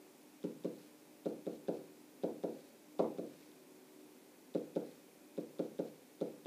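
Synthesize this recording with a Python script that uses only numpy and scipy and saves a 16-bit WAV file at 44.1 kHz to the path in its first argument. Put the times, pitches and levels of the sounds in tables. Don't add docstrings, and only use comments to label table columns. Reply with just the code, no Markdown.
import sys
import numpy as np
from scipy import signal
from scipy.fft import rfft, irfft
from scipy.io import wavfile

SR = 44100
rng = np.random.default_rng(int(sys.argv[2]) if len(sys.argv) > 2 else 0)


def generate_wav(sig):
    pcm = np.round(np.clip(np.atleast_2d(sig).T, -1, 1) * 32767).astype(np.int16)
    wavfile.write(sys.argv[1], SR, pcm)


N = 284886
AGE = np.arange(SR * 3 // 4) / SR

# frequency in Hz, relative level in dB.
AIR_COLOUR = [(18, -87), (30, -45), (129, -22.5), (149, -12.5), (204, -10.5), (248, -2), (273, -4.5),
              (292, -6), (349, -7.5), (379, -7.5), (477, -9.5), (590, -12), (662, -15.5), (874, -16),
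              (1500, -27.5), (1950, -64), (3300, -120)]
HISS_COLOUR = [(50, -14), (1000, -10), (1500, 3.5), (2000, 4), (2500, 6), (2800, 1.5), (4000, 1),
               (7000, 0.5), (11000, 0), (15500, -1.5)]
RUB_COLOUR = [(100, -45), (1500, -10.5), (2800, -13.5), (4200, -9), (5500, -14), (8000, -18.5),
              (14000, -22)]
CLACK_COLOUR = [(100, -33), (1000, 1.5), (1500, 3), (1900, -7.5), (2450, 0.5), (2900, -5.5), (3800, -0.5),
                (4800, -7.5), (7000, -13), (14000, -28)]
# pitch in Hz, relative level in dB.
FAN_TONES = [(258.4, -75.5), (301.5, -67.5), (339.1, -81.5), (376.8, -70.5), (409.1, -87), (581.4, -80.5)]
# pitch in Hz, relative level in dB, fade time (seconds to fall by 60 dB).
NIB_TONES = [(2450, -19, 0.0073), (3510, 2, 0.0072), (3820, -1.5, 0.0093), (4930, -5, 0.0055)]
# pitch in Hz, relative level in dB, fade in seconds.
LINGERING_TONES = [(153.6, -43.5, 0.69), (158.3, -46, 0.69), (179.5, -47, 0.65), (212, -51, 0.63),
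                   (211.2, -41.5, 0.58), (240.7, -37.5, 0.71), (275, -42, .48), (302, -34, 0.43),
                   (318, -49, 0.67), (335, -38, 0.21), (396, -37, 0.82), (421, -41, 0.94),
                   (466, -38.5, 0.5), (474, -28.5, 0.22), (487, -31, 0.55), (499, -27, 0.46),
                   (501.7, -25.5, 0.33), (535, -35.5, 0.31), (554.5, -35, 0.78), (554.5, -30.5, 0.32),
                   (607, -52, 0.63), (619.2, -26.5, 0.28), (688, -40, 0.24), (803, -33, 0.57)]
# frequency in Hz, relative level in dB, fade in seconds.
ROOM_WASH = [(70, -0.5, 1), (112, -2.5, 0.69), (161, 14.5, 0.52), (294, 27, 0.37), (412, 26, 0.26),
             (530, 28.5, 0.3), (700, 20, 0.24), (900, 22, 0.27), (1150, 13.5, 0.23), (1430, 17.5, 0.17),
             (1840, 9, 0.23)]
# delay in milliseconds, strength (minus flips the wave).
EARLY_ECHOES = [(5.13, 2.5), (9.78, 1.61), (11.88, .32), (13.76, -1.86), (17.65, .75), (29.18, .5),
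                (30.69, -.41)]
# pitch in Hz, strength (minus flips the wave), fade in seconds.
PANEL_TONES = [(180, -0.0345, 0.031), (280, -.19, .022), (325, .15, .036), (552, 1, .025),
               (572, -.68, .037), (763, -0.035, 0.049), (842, -0.087, 0.027), (1000, 0.029, 0.035),
               (1120, 0.033, 0.025), (1420, -0.104, 0.021), (1570, 0.31, 0.0022)]
EDGE_TONES = [(380, -0.067, 0.023), (713, .305, 0.026), (972, 0.076, .025)]
# time in seconds, nearness from 0 to 1.
HAND_PATH = [(.4, 0.18), (2.3, 0.58), (3.2, 0.84), (4.5, 0), (6.4, 0.2)]
# start in seconds, relative level in dB, contact time in milliseconds,
# length in seconds of the stroke that follows (0 is just a tap).
TOUCHES = [(0.4393, -16, 2.21, 0), (0.6453, -17, 1.82, 0.28), (1.2571, -18, 1.44, 0.017),
           (1.466, -20.5, 1.54, .1), (1.6828, -17.5, 1.33, 0.1), (2.2347, -17.5, 1.29, 0),
           (2.4364, -19, 1.28, 0.31), (2.9933, -15, .9, 0.024), (3.184, -21.5, 1.61, 0.35),
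           (4.548, -16, 1.51, 0.017), (4.7597, -17, 1.36, 0.25), (5.377, -20, 1.67, 0.018),
           (5.5923, -18, 1.45, 0.074), (5.7897, -18.5, 1.4, 0.12), (6.2114, -18, 1.41, 0),
           (6.4575, -18, 1.63, 0)]


def from_db(db):
    return 10 ** (np.asarray(db) / 20)


def at_hz(table, hz, column=1):
    table = np.array(table)
    return np.interp(np.log(np.maximum(hz, 1)), np.log(table[:, 0]), table[:, column])


def keep_band(x, hz, kind, order):
    return signal.sosfilt(signal.butter(order, hz, kind, fs=SR, output="sos"), x)


def noise(colour, size):
    gains = from_db(at_hz(colour, np.fft.rfftfreq(size, 1 / SR)))
    x = irfft(rfft(rng.standard_normal(size)) * gains, size)
    return x / x.std()


def add(out, start_s, sound):
    start = max(round(start_s * SR), 0)
    part = sound[:max(N - start, 0)]
    out[start:start + len(part)] += part


def delayed(x, ms):
    return np.interp(AGE - ms / 1000, AGE, x, left=0)


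def fade(seconds):
    return np.exp(-np.log(1000) * AGE / seconds)


def ring(tones):
    return sum((-1) ** (k + 1) * from_db(db) * np.sin(2 * np.pi * hz * AGE) * fade(fade_s)
               for k, (hz, db, fade_s) in enumerate(tones))


def fan(air_db=-64, hum_boost_db=1.5, waver=0.97, wavers_per_s=4):
    t = np.arange(N) / SR
    out = from_db(air_db) * noise(AIR_COLOUR, N)
    waver_times = np.arange(200) / wavers_per_s
    for hz, db in FAN_TONES:
        drift = 1 + waver * (rng.standard_normal(200) + 1j * rng.standard_normal(200))
        steady = np.exp(2j * np.pi * (hz * t + rng.random()))
        tone = np.real(np.interp(t, waver_times, drift) * steady)
        out += from_db(db + hum_boost_db) * tone / tone.std()
    return out


def nib_rubbing(level_db=-71.5, rest_s=0.023, grain_db=2.5, grain_hz=150):
    pressure = np.zeros(N)
    for start_s, _, _, stroke_s in TOUCHES:
        add(pressure, start_s + rest_s, np.sqrt(np.hanning(round(stroke_s * SR))))
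    grain = keep_band(rng.standard_normal(N), grain_hz, "low", order=2)
    return pressure * from_db(level_db + grain_db * grain / grain.std()) * noise(RUB_COLOUR, N)


def pen_clicks(tick_db=-35, clack_db=-40, usual_contact_ms=1.53, lift_s=3.517, lift_db=-58.5):
    out, tick = np.zeros(N), ring(NIB_TONES)
    clack_shape = fade(0.034) + from_db(-10) * fade(0.56)
    for start_s, knock_db, contact_ms, _ in TOUCHES:
        db = knock_db - 2.5 * np.log2(contact_ms / usual_contact_ms)
        lead_s = 4.2 * contact_ms / 1000
        add(out, start_s - lead_s, from_db(db + tick_db) * tick)
        add(out, start_s, from_db(db + clack_db) * noise(CLACK_COLOUR, len(AGE)) * clack_shape)
    add(out, lift_s, from_db(lift_db) * tick)
    return out


def room_wash(start_s=0.0049, swell_s=0.054):
    spectrum, out = rfft(rng.standard_normal(len(AGE))), 0
    freqs = np.fft.rfftfreq(len(AGE), 1 / SR)
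    edges_hz = 56 * 2 ** (np.arange(17) / 3)
    swell = np.clip((AGE - start_s) / swell_s, 0, 1)
    for low, high in zip(edges_hz, edges_hz[1:]):
        hz = np.sqrt(low * high)
        band = irfft(spectrum * ((freqs >= low) & (freqs < high)), len(AGE))
        band *= swell * fade(at_hz(ROOM_WASH, hz, column=2))
        band *= np.sqrt(2 * (high - low) / SR / np.sum(band ** 2))
        out += band * from_db(at_hz(ROOM_WASH, hz))
    return out


def tip_push(contact_ms):
    progress = AGE[:200] * 1000 / contact_ms
    force = np.sin(np.pi * np.minimum(progress, 1))
    return force / force.sum()


def panel(tones, bass_cut_hz=145):
    shake = sum(strength * np.sin(2 * np.pi * hz * AGE) * fade(fade_s) for hz, strength, fade_s in tones)
    return keep_band(shake, bass_cut_hz, "high", order=4)


def board_knocks(fresh_share=0.22, bass_cut_hz=85):
    middle, edge = panel(PANEL_TONES), panel(EDGE_TONES)
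    ringing = delayed(ring(LINGERING_TONES), ms=14.05)
    shared_wash, out = room_wash(), np.zeros(N)
    for start_s, db, contact_ms, _ in TOUCHES:
        near_frame = np.interp(start_s, *np.transpose(HAND_PATH))
        direct = middle + near_frame * edge
        echoes = sum(strength * delayed(direct, ms) for ms, strength in EARLY_ECHOES)
        early = from_db(1 + 2.5 * near_frame) * direct + (1 - 0.38 * near_frame) * echoes
        wash = np.sqrt(1 - fresh_share) * shared_wash + np.sqrt(fresh_share) * room_wash()
        response = early + ringing + from_db(6 * near_frame) * wash
        add(out, start_s, from_db(db) * np.convolve(response, tip_push(contact_ms)))
    return keep_band(out, bass_cut_hz, "high", order=4)


def scene():
    return (board_knocks() + pen_clicks() + nib_rubbing() + fan())[None]


def record(dry, hiss_db=-67.2, treble_cut_hz=15350):
    sound = dry + from_db(hiss_db) * noise(HISS_COLOUR, N)
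    return signal.sosfilt(signal.ellip(12, .1, 70, treble_cut_hz, fs=SR, output="sos"), sound)


dry = scene()
out = record(dry)
generate_wav(out)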